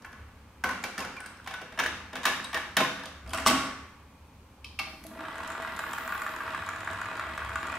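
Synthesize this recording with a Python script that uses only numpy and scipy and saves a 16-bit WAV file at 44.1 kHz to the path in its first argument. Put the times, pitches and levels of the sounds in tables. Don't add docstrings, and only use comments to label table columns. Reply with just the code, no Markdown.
import sys
import numpy as np
from scipy import signal
from scipy.io import wavfile

SR = 44100
rng = np.random.default_rng(int(sys.argv[2]) if len(sys.argv) > 2 else 0)


def master_out(mix):
    frames = np.transpose(np.atleast_2d(mix))
    ceiling = np.clip(frames, -1, 1)
    pcm = np.round(ceiling * 32767).astype(np.int16)
    wavfile.write(sys.argv[1], SR, pcm)


def amplitude_ratio(level_db):
    exponent = np.asarray(level_db, float) / 20
    return 10 ** exponent


N = 343098

EDGES = 25 * 2 ** np.arange(0, 9.5, .5)
SEATED_S, CLOSING_S, KEYED_S = 1.4, 3.2, 4.3
# [f/Hz, width/Hz, level/dB]
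HUB_MODES = [(1140, 120, 4), (1450, 100, 9.5), (1720, 200, 5), (2450, 690, -6), (3620, 610, -11)]


def rms_one(x):
    return x / np.sqrt(np.mean(x ** 2) + 1e-20)


def in_time(rows):
    s, *columns = np.transpose(rows)
    return [np.interp(np.arange(N) / SR, s, column) for column in columns]


def at_hz(points, hz):
    points_hz, values = np.transpose(points)
    return np.interp(np.log(hz), np.log(points_hz), values)


def band(x, low, high):
    return signal.sosfilt(signal.butter(2, [low, high], "band", fs=SR, output="sos"), x)


def steep(x, low, high):
    return signal.sosfilt(signal.butter(3, [low, high], "band", fs=SR, output="sos"), x)


def coloured(x, spectrum):
    out = 0
    for k, (low, high) in enumerate(zip(EDGES, EDGES[1:])):
        gain = amplitude_ratio(at_hz(spectrum, np.sqrt(low * high)))
        out = out + gain * band(x, low, high) * (-1) ** k
    return out


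def resonances(x, peaks):
    out = 0
    for k, (hz, width, db) in enumerate(peaks):
        r = np.exp(-np.pi * max(width, 1.5) / SR)
        top = (1 - r * r) / 2 * amplitude_ratio(db) * (-1) ** k
        out = out + signal.lfilter([top, 0, -top], [1, -2 * r * np.cos(2 * np.pi * hz / SR), r * r], x)
    return out


def clicks(times, dbs):
    out = np.full(N, 1e-12)
    np.add.at(out, np.round(np.asarray(times) * SR).astype(int), amplitude_ratio(dbs))
    return out


def swell(x, rise_s, die_s):
    rise, die = np.exp(-1 / (rise_s * SR)), np.exp(-1 / (die_s * SR))
    dying = signal.lfilter([1], [1, -die], x + 1e-18)
    return signal.lfilter([1 - rise], [1, -rise], dying)


def bursts(times, dbs, die_s, noise):
    return noise * swell(clicks(times, dbs), 0.0015, die_s)


def bump(at_s, width_s):
    return np.exp(-((np.arange(N) / SR - at_s) / width_s) ** 2)


def wide_noise(size, gain):
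    # [f/Hz, side over mid/dB]
    side_share = [(60, -15), (125, -21), (250, -14), (500, -10), (1000, -7.5), (2000, -5.5), (4000, 0),
                  (12000, 0.5)]
    out, white = 0, rng.standard_normal((2, 2, size))
    for k, (low, high) in enumerate(zip(EDGES, EDGES[1:])):
        hz = np.sqrt(low * high)
        mid, side = band(white[k % 2], low, high)
        out = out + gain(hz) * (mid + amplitude_ratio(at_hz(side_share, hz)) * side * [[1], [-1]])
    return out


def background():
    # [f/Hz, density/dB]
    floor = [(59, -9.5), (100, -8.5), (135, -17), (229, -9.5), (289, -24.5), (535, -19), (583, -23),
             (705, -34), (891, -18), (1420, -29.5), (2520, -31), (2860, -34.5), (16000, -53.5)]
    # [f/Hz, width/Hz, level/dB]
    room_modes = [(70.8, 5.5, 7.5), (106, 5.2, -2), (35.6, 14, -10.5)]
    # [t/s, width/s, level/dB]
    swells = [
        (.32, 0.14, -54),
        (.7, 0.087, -57),
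        (2.0, 0.11, -55),
        (3.3, 0.07, -42.5),
        (3.52, 0.11, -48),
        (4.35, 0.13, -64),
        (4.72, 0.075, -54),
        (5.0, 0.068, -54),
        (5.901, 1, -68),
        (7.5, 0.26, -53),
    ]
    # [f/Hz, width/Hz, level/dB]
    hum_modes = [(860, 92, 0.5), (2450, 100, -1), (3300, 330, -35)]
    hush = band(wide_noise(N, lambda hz: amplitude_ratio(at_hz(floor, hz))), 49, 16500)
    swelling = amplitude_ratio(-58.5) + sum(amplitude_ratio(db) * bump(s, width) for s, width, db in swells)
    rumble = rms_one(resonances(rng.standard_normal(N), room_modes))
    engine = rms_one(resonances(rng.standard_normal(N), [(93.6, 8, 0)]))
    drone = amplitude_ratio(-51.5) * bump(7.15, 0.79) * engine
    hiss = amplitude_ratio(-70) * band(rng.standard_normal((2, N)), 3000, 16000)
    hum = amplitude_ratio(-71.5) * rms_one(resonances(rng.standard_normal(N), hum_modes))
    return amplitude_ratio(-56) * rms_one(hush) + hiss + hum + swelling * rumble + drone


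def touches():
    # [t/s, clack peak/dB, thud/dB, edge/dB, ring f/Hz]
    tapping = [(0.02, -44, -51, -56, 1730), (0.046, -31, -56, -52, 1740), (0.127, -35.5, -50, -56, 1700),
               (0.638, -15.5, -25.5, -31.5, 1536), (0.668, -27, -36, -48, 1130),
               (0.69, -20.5, -32, -40, 1030), (0.71, -38, -55, -43.5, 1480),
               (0.838, -21.5, -32.5, -33, 2300), (0.978, -22, -40, -35.5, 1765),
               (0.99, -30, -40, -40, 2710), (1.003, -29, -37, -39.5, 994), (1.022, -31, -39, -49, 2490),
               (0.654, -28, -43, -49, 1060), (0.73, -30, -42, -48, 1480), (0.852, -36, -41, -51, 2400),
               (1.047, -29, -33.5, -44, 1470), (1.129, -48, -71, -76, 1540), (1.165, -33, -58, -51.5, 2330),
               (1.204, -35, -55, -51, 1740), (1.24, -36.5, -57, -63, 1430),
               (1.259, -33.5, -50, -45.5, 1650)]
    # [t/s, clack peak/dB, thud/dB, edge/dB, ring f/Hz]
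    seating = [(1.461, -34.5, -60, -52, 1040), (1.473, -29, -37.5, -40, 775),
               (1.509, -29.5, -40, -46.5, 770), (1.538, -27.5, -62, -44.5, 1480),
               (1.614, -33, -33.5, -47.5, 750), (1.722, -36.5, -41, -53.5, 1600),
               (1.775, -28, -32, -49, 1800), (1.789, -17.5, -40, -32.5, 1720),
               (1.797, -17.5, -41, -35, 936), (1.812, -37, -30, -49, 800), (1.837, -24, -42, -37, 1750),
               (1.8608, -24, -50, -36, 1700), (2.13, -29.5, -29, -48, 1700),
               (2.154, -24.5, -33.5, -39.5, 1520), (2.165, -29, -35, -46, 1800),
               (2.231, -33, -58, -43, 980), (2.239, -27.5, -58, -44, 1900), (2.253, -11, -26.5, -23, 1740),
               (2.263, -19, -29.5, -34, 1194), (2.274, -27, -36, -48, 940), (2.443, -32, -55, -42.5, 3800),
               (2.529, -26.5, -47, -42, 1750), (2.543, -19.5, -26.5, -33, 1890),
               (2.571, -22.5, -46, -39.5, 1800), (2.767, -10, -21, -21.5, 1800),
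               (2.804, -14, -16.5, -33, 1010), (2.995, -35, -61, -52, 1740), (3.034, -31.5, -42, -48, 919),
               (3.055, -40, -36, -41.5, 1220)]
    # [t/s, clack peak/dB, thud/dB, edge/dB, ring f/Hz]
    shutting = [(3.275, -44, -45, -56, 3250), (3.293, -40, -48, -54, 3280), (3.333, -20, -37, -35, 1010),
                (3.345, -25, -45, -39, 1400), (3.398, -29, -45, -42, 2000), (3.42, -31, -48, -46, 1500),
                (3.373, -27, -45, -40, 1700), (3.383, -23.5, -40.5, -42, 1900),
                (3.456, -27, -45, -42, 1500), (3.4612, -15, -33, -26, 1150), (3.469, -19, -28, -20.5, 660),
                (3.476, -19, -32, -25, 2050), (3.498, -17, -29, -33, 1130), (3.482, -19, -33, -28, 900),
                (3.51, -22, -29, -36, 640), (3.545, -23, -34, -40, 1130), (3.262, -40, -46, -62, 1400),
                (3.31, -38, -46, -58, 1500), (4.644, -45, -70, -39, 2600), (4.789, -22.5, -70, -29, 2720),
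                (4.794, -29, -45, -36, 2200), (5.037, -44, -52, -57, 2000)]
    return np.transpose(tapping + seating + shutting)


def struck(hits):
    # [f/Hz, width/Hz, level/dB]
    loose_modes = [(240, 26, -4), (512, 22, 4), (727, 50, -6.5), (1070, 49, 1.5), (1488, 64, -1),
                   (2500, 200, -9), (6000, 150, -44), (8700, 250, -5)]
    # [f/Hz, width/Hz, level/dB]
    shell_modes = [(261, 10, -11), (500, 10.3, 5), (655, 28, -1), (770, 83, -3), (1127, 230, -10.5),
                   (1480, 23, 2.5), (1720, 170, -10), (2300, 100, -2.5), (3050, 570, -11), (3710, 200, 1.5),
                   (5730, 97, -40), (8600, 160, -33)]
    # [f/Hz, width/Hz, level/dB]
    door_modes = [(252, 71, 2.5), (270, 4.8, 16.5), (1110, 6, 7), (1194, 6, 6), (1290, 12, 0), (656, 14, 8),
                  (775, 34, -4), (1220, 34, -2), (1480, 71, -7.5), (1990, 18, -22), (2950, 410, -14.5),
                  (4830, 74, -32), (7900, 870, -6.5)]
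    # [f/Hz, width/Hz, level/dB]
    key_modes = [(800, 78, -11.5), (1170, 45, 0), (2280, 200, -6), (2740, 140, -10), (3120, 150, -13),
                 (4330, 350, -9), (5100, 600, -18), (6500, 300, -20), (10800, 790, -25), (13400, 520, -13)]
    stage = np.searchsorted([SEATED_S, CLOSING_S, KEYED_S], np.arange(N) / SR)
    # (modes, dB, plain share)
    bodies = [(loose_modes, 6, .6), (shell_modes, 6, .6), (door_modes, 6, .6), (key_modes, 10, .25)]
    out = np.zeros(N)
    for k, (modes, db, plain) in enumerate(bodies):
        now = stage == k
        start = np.argmax(now)
        span = slice(start, start + np.sum(now) + SR)
        part = (hits * now + 1e-18)[span]
        out[span] += plain * part + amplitude_ratio(db) * resonances(part, modes)
    return out


def contacts():
    s, clack_db, thud_db, edge_db, ring_hz = touches()
    near, spread = 0, 0
    snap_db = edge_db + 3
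    top_db = edge_db + 0.22 * (clack_db + 21) - 3.0
    registers = [(thud_db + 7.5, .012, 150, 700), (clack_db + 8.0, .004, 700, 2500),
                 (snap_db + 12.0, .0035, 2500, 6000), (edge_db + 8.5, .003, 6000, 11000),
                 (top_db, .009, 11000, 16000)]
    for db, die_s, low_hz, high_hz in registers:
        near = near + steep(bursts(s, db, die_s, rng.standard_normal(N)), low_hz, high_hz)
        spread = spread + steep(clicks(s, db) * np.sqrt(die_s * SR / 2), low_hz, high_hz)
    rings, t = np.zeros(N), np.arange(SR // 20) / SR
    ring_shape = np.exp(-t / 0.0079) * -np.expm1(-t / 0.00037)
    ring_db = np.where(ring_hz < 2500, clack_db - 6.0, snap_db)
    for start, db, hz in zip(s, ring_db, ring_hz):
        i = round(start * SR)
        rings[i:i + len(t)] += amplitude_ratio(db) * np.sin(2 * np.pi * hz * t) * ring_shape
    near = struck(near)
    to_walls = amplitude_ratio(-7.5) * (struck(spread) + 0.52 * near + 0.46 * rings)
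    return near + rings, to_walls


def room(x):
    # [f/Hz, T60/s]
    room_t60 = [(100, 0.99), (300, 0.44), (1000, 0.5), (3000, 0.59), (6000, 0.67), (11000, 0.52),
                (16000, .45)]
    # [f/Hz, level/dB]
    room_colour = [(100, 9.5), (300, 7.5), (1000, 4), (3000, 4.5), (6000, 0.5), (16000, 0.5)]
    t = np.arange(SR) / SR
    tail = wide_noise(SR, lambda hz: amplitude_ratio(at_hz(room_colour, hz) - 60 * t / at_hz(room_t60, hz)))
    tail = tail * -np.expm1(-(t / .007) ** 2)
    return amplitude_ratio(-29.0) * signal.fftconvolve(x[None], tail, axes=1)[:, :N]


def sliding():
    # [f/Hz, density/dB]
    slide_spectrum = [(120, -22), (200, 2.5), (397, -3), (494, -3.5), (864, -0.5), (1490, 7), (2400, -5.5),
                      (6080, -22), (8570, -22), (15000, -76)]
    sizes = amplitude_ratio(5.1 * np.minimum(rng.exponential(1, N), 4))
    slips = sizes * rng.choice([-1, 1], N) * (rng.random(N) < 2500 / SR)
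    s, clack_db = touches()[:2]
    stirred = swell(clicks(s, clack_db - 17), 0.015, .12)
    fingers = amplitude_ratio(-53.5) * (np.arange(N) < CLOSING_S * SR)
    return amplitude_ratio(-20.0) * (stirred + fingers) * rms_one(coloured(slips, slide_spectrum))


def loose_reels():
    s, clack_db = touches()[:2]
    happens = rng.random(N) < 160 / SR
    sizes = amplitude_ratio(2.4 * np.minimum(rng.exponential(1, N), 3)) * happens
    stirred = swell(clicks(s, clack_db - 19), 0.0078, .04)
    rattle = swell(sizes * stirred, 0.0043, 0.00016) * rng.standard_normal(N)
    return struck(band(rattle, 560, 4800))


def ticks():
    # [t/s, peak/dB, centre f/Hz]
    flicks = [(.828, -28, 7200), (1.004, -25, 7000), (1.015, -36, 8000), (1.026, -36, 7000),
              (3.033, -31, 4300), (3.056, -32, 6130), (.06, -39, 11000), (.12, -44, 11000),
              (3.305, -23, 3250), (1.2033, -28, 8750), (1.261, -25.5, 8600), (1.371, -35, 5200),
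              (1.415, -44, 3520), (1.4437, -29, 3520), (1.7973, -13, 6300), (1.859, -44, 5800),
              (1.994, -47, 5000), (2.443, -21.5, 8460), (2.232, -30, 7000), (1.537, -30, 5700),
              (3.274, -34, 4840), (3.281, -39, 8700), (3.293, -30, 4900), (3.293, -30, 10300),
              (3.313, -34, 8900), (3.329, -27, 10000), (3.347, -28, 9000), (3.359, -27, 8850),
              (3.373, -28, 9700)]
    # [t/s, peak/dB, centre f/Hz]
    clutch = [
        (5.038, -29.5, 10600),
        (5.066, -28, 10800),
    ]
    # [t/s, peak/dB]
    catches = [(5.3552, -49), (5.3806, -44), (5.4041, -54), (5.4345, -46), (5.475, -38.5), (5.5014, -43),
               (5.5193, -43), (5.5498, -57), (5.6207, -42.5), (5.6475, -53), (5.7204, -59), (5.764, -39.5),
               (5.7906, -35), (5.8351, -50), (5.9094, -42), (5.932, -33), (5.9823, -41), (6.076, -38),
               (6.121, -42), (6.1768, -41.5), (6.1973, -47), (6.2178, -37.5), (6.2636, -42), (6.3617, -43),
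               (6.4043, -60), (6.5181, -56), (6.547, -44), (6.5709, -50), (6.6014, -54), (6.6198, -51),
               (6.6626, -42.5), (6.689, -37.5), (6.761, -49), (6.8048, -44), (6.8458, -44), (6.8728, -49),
               (6.9112, -43), (6.9311, -44), (6.986, -56), (7.0138, -41), (7.0563, -49), (7.1681, -44),
               (7.1945, -40.5), (7.2384, -58), (7.3517, -51), (7.3763, -39), (7.4479, -44), (7.492, -43),
               (7.5348, -46), (7.556, -37.5), (7.6285, -44), (7.6684, -40.5), (7.6944, -53), (7.7188, -44),
               (7.7533, -45)]
    out, t = np.zeros(N), np.arange(900) / SR
    rows = [(*row, .1) for row in flicks] + [(*row, .25) for row in clutch]
    rows += [(s, db + 8, 7080, .4) for s, db in catches]
    shape = np.exp(-t / 0.004) * -np.expm1(-t / 0.00028)
    for (start, db, hz, broad), noise in zip(rows, rng.standard_normal((len(rows), 900))):
        burst = noise * shape
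        i = round(start * SR)
        pitched = 0.42 * band(burst, hz / 1.122, hz * 1.07)
        out[i:i + 900] += amplitude_ratio(db) * (pitched + broad * band(burst, 1700, 10400))
    return out


def cabinet():
    # [t/s, level/dB]
    booms = [(0.64, -41.5), (.98, -39), (1.79, -40), (2.255, -41), (2.77, -31), (2.8, -30), (3.335, -45),
             (3.465, -32), (3.503, -29.5), (4.8, -49.5), (4.87, -46), (4.93, -49)]
    # [f/Hz, width/Hz, level/dB]
    cabinet_modes = [(140.2, 3, -4), (205.8, 5.9, 1.5), (278, 2.5, 5.5), (317, 5.8, -4.5),
                     (366.4, 6.3, -5.5), (640, 9.2, 1.5), (788, 14, 1.5)]
    # [f/Hz, width/Hz, level/dB]
    spring_modes = [(1112, 2.2, -2), (1134, 1.9, 0), (1194, 2.4, -1), (1491, 2.5, -12)]
    blows = swell(clicks(*np.transpose(booms)), 0.00011, 0.00012)
    latching = swell(clicks([3.465], [-15.5]), .0001, .0001)
    boom = resonances(1e-18 + blows, cabinet_modes)
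    return amplitude_ratio(40.5) * (boom + resonances(1e-18 + latching, spring_modes))


def pings():
    # [t/s, peak/dB, f/Hz]
    ping_rows = [(3.4632, -9, 1170), (3.4656, -16, 1050), (4.6445, -48, 3100), (4.79, -29.5, 2200),
                 (5.6, -33, 800), (1.474, -39, 1510), (1.51, -36, 870), (1.4, -38, 1480),
                 (1.262, -35, 1480), (1.8374, -21, 1600), (1.8611, -15, 1710), (5.6, -29, 1040),
                 (0.71, -36, 1480), (0.695, -24, 1500), (1.028, -42, 1450), (2.568, -20, 1690),
                 (2.4, -25, 1750)]
    out, t = np.zeros(N), np.arange(900) / SR
    for start, db, hz in ping_rows:
        i = round(start * SR)
        out[i:i + 900] += amplitude_ratio(db) * np.sin(2 * np.pi * hz * t) * np.exp(-(t / 0.0026) ** 2)
    return out


def squeaks():
    # [t/s, length/s, from f/Hz, to f/Hz, level/dB]
    squeak_rows = [(1.515, .11, 1510, 1480, -41), (1.18, .08, 1500, 1490, -43), (2.8, .07, 1030, 1060, -25),
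                   (1.163, .035, 2500, 2240, -39), (2.44, 0.027, 3850, 3900, -38),
                   (2.53, .055, 1830, 1860, -28), (5.96, 0.045, 14700, 14100, -59),
                   (6.0, .05, 14800, 15700, -60), (6.045, .05, 13100, 13700, -58),
                   (6.11, .07, 15400, 14300, -60), (6.23, .05, 14200, 14000, -59),
                   (6.3, .05, 13100, 12200, -59)]
    out = np.zeros(N)
    for start, length, from_hz, to_hz, db in squeak_rows:
        size, i = round(length * SR), round(start * SR)
        turns = np.cumsum(np.linspace(from_hz, to_hz, size)) / SR
        out[i:i + size] += amplitude_ratio(db) * np.hanning(size) * np.sin(2 * np.pi * turns)
    return out


def tape_rub():
    rub_s = 6.05
    press, out = bump(rub_s, 0.27), 0
    for k in range(5):
        mid_hz = 15300 - 1000 * k + 1800 * (press - 1)
        narrow = signal.butter(2, 350, fs=SR, output="sos")
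        streak = signal.sosfilt(narrow, rng.standard_normal(N))
        flicker = amplitude_ratio(2.2 * rms_one(band(rng.standard_normal(N), 4, 30)) - 1.0 * k)
        out = out + flicker * streak * np.sin(2 * np.pi * np.cumsum(mid_hz) / SR)
    return amplitude_ratio(-56.5) * (0.73 * press + 0.28 * bump(rub_s + .1, 0.51)) * rms_one(out)


def gear_train():
    # [t/s, motor turns per s, idler turns per s]
    speeds = [
        (5.03, 41, 22),
        (5.12, 45, 29),
        (5.2, 63, 38),
        (5.3, 66.64, 40.14),
        (5.6, 69.91, 41.55),
        (6.0, 69.85, 42.18),
        (6.5, 70.35, 42.5),
        (7.0, 70.98, 43.29),
        (7.4, 72.35, 44.72),
        (7.78, 70.97, 42.68),
    ]
    # [f/Hz, density/dB]
    gear_spectrum = [(88, -76), (150, -12), (411, -6), (471, -24), (530, -33), (643, -21), (751, -5.5),
                     (1420, 0.5), (1900, -11), (2150, -15), (2550, -10.5), (5540, -25), (7860, -76),
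                     (15500, -54)]
    # [f/Hz, width/Hz, level/dB]
    deck_modes = [(469, 14, -3), (652, 22, 4), (938, 12, 2), (1132, 30, -2), (1450, 24, 5), (1195, 25, -2),
                  (1950, 45, -2), (2505, 45, -5), (2600, 70, -8), (4230, 300, -26), (4820, 41, -29),
                  (6400, 150, -58), (7800, 210, -22), (10760, 310, -27)]
    start_s, engaged_s, play_s = speeds[0][0], 5.3, .0004
    t, noise = np.arange(N) / SR, rng.standard_normal((3, N))
    since = np.maximum(t - start_s, 0)
    gear_db = -40.5 - 3 * np.exp(-since / 0.48) - 0.5 * since
    growl_db = -54.5 + 22 * np.minimum(since, .2)
    taps, turned = np.zeros(N), []
    for speed, lead_turns, db in zip(in_time(speeds), (.15, .73), (0.1, -1)):
        turns = np.cumsum(speed) / SR
        turned.append(turns - turns[round(engaged_s * SR)] + lead_turns)
        at = np.flatnonzero(np.diff(np.floor(turned[-1]))) / SR
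        chance = rng.standard_normal((2000, 2))[:len(at)]
        tap_s = np.minimum(at + play_s * chance[:, 0], (N - 1) / SR)
        taps += clicks(tap_s, db + 3.5 * chance[:, 1])
    chatter = noise[0] * (.15 + swell(taps, .0008, .003))
    gears = rms_one(coloured(chatter, gear_spectrum))
    gears += amplitude_ratio(-3) * rms_one(resonances(chatter, deck_modes))
    gears += .45 * rms_one(resonances(swell(taps, .00005, .00008), HUB_MODES))
    wide = steep(noise[1], 7500, 15700)
    whine = amplitude_ratio(-82) * rms_one(resonances(wide, [(10800, 350, 0)]))
    hiss = amplitude_ratio(-69.5) * rms_one(wide) + tape_rub() + whine
    rough = 1 + 0.44 * rms_one(band(noise[2], 21, 59))
    fifth_order = np.sin(2 * np.pi * 5 * turned[0])
    growl = amplitude_ratio(growl_db) * rough * fifth_order * np.clip((5.3 - t) / .08, 0, 1)
    running = np.clip((t - start_s) / 0.25, 0, 1)
    hissing = np.clip((t - 4.85) / 0.051, 0, 1)
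    return running * amplitude_ratio(gear_db - 4.0) * gears + hissing * hiss + (running > 0) * growl


def rewinding():
    # [t/s, peak/dB]
    knocks = [(5.195, -29.5), (5.249, -27), (5.3551, -25.5), (5.383, -30), (5.4045, -30), (5.431, -31),
              (5.502, -23.5), (5.55, -25), (5.6255, -31), (5.648, -22), (5.774, -40), (5.7906, -21.5),
              (5.8381, -20.5), (5.918, -25), (5.9342, -20), (5.979, -26), (6.0599, -32), (6.0773, -21),
              (6.1058, -29), (6.1226, -19.5), (6.155, -28), (6.198, -28), (6.2183, -20.5), (6.2638, -19.5),
              (6.293, -32), (6.363, -27), (6.4047, -20), (6.4774, -24),
              (6.888, -29), (6.905, -31), (7.21, -26), (7.225, -29), (6.5464, -18), (6.592, -29),
                    (6.622, -28), (6.6464, -41), (6.6708, -33), (6.688, -20), (6.7348, -25), (6.7607, -27),
                    (6.8303, -26), (6.8737, -19.5), (6.9892, -35), (7.015, -20), (7.0566, -24),
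                    (7.1302, -33), (7.195, -18.5), (7.2373, -23), (7.265, -39), (7.317, -30), (7.3342, -32),
                    (7.3772, -19.5), (7.419, -24), (7.493, -27), (7.517, -26), (7.5568, -16), (7.6294, -21),
                    (7.6961, -35), (7.7386, -25)]
    # [t/s, peak/dB]
    thumps = [
        (5.05, -28),
        (5.114, -31),
        (5.16, -27),
        (5.224, -26.5),
        (5.283, -46),
        (5.333, -30),
        (5.389, -45),
        (5.489, -32),
    ]
    s, knock_db = np.transpose(knocks) + [[0], [3]]
    rebound_s = s + 0.002184 * rng.uniform(0.92, 1.05, len(s))
    hits = clicks(s, knock_db) - 0.42 * clicks(rebound_s, knock_db)
    blow = swell(hits, 0.00044, 0.000083)
    blow += .06 * bursts(s, knock_db, .003, rng.standard_normal(N))
    out = gear_train() + amplitude_ratio(21.0) * resonances(blow, HUB_MODES)
    thump = swell(clicks(*np.transpose(thumps)), 0.0001, 0.000074)
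    return out + amplitude_ratio(26.5) * resonances(thump, [(662, 25, -0.92), (309, 8.3, 0.0)])


def scene():
    near, spread = contacts()
    slide = sliding() + loose_reels()
    rewind = rewinding() + ticks()
    squeak = squeaks() + pings()
    boom = cabinet()
    to_walls = spread + .9 * slide + .42 * rewind + .15 * squeak + .1 * boom
    direct = near + slide + rewind + squeak + boom
    apart = amplitude_ratio(-3) * np.roll(band(direct, 5000, 16000), shift=round(SR / 3000))
    return direct + apart * [[1], [-1]] + room(to_walls) + background()


def band_limit(x):
    return signal.sosfilt(signal.butter(12, 16460, fs=SR, output="sos"), x)


def record(dry):
    mid = dry.mean(axis=0)
    side = signal.lfilter(*signal.butter(1, 380, "high", fs=SR), (dry[0] - dry[1]) / 2)
    mix = mid + side * [[1], [-1]]
    mix = signal.sosfilt(signal.cheby2(10, 40, 16300, fs=SR, output="sos"), mix)
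    return band_limit(mix)


dry = scene()
out = record(dry)
master_out(out)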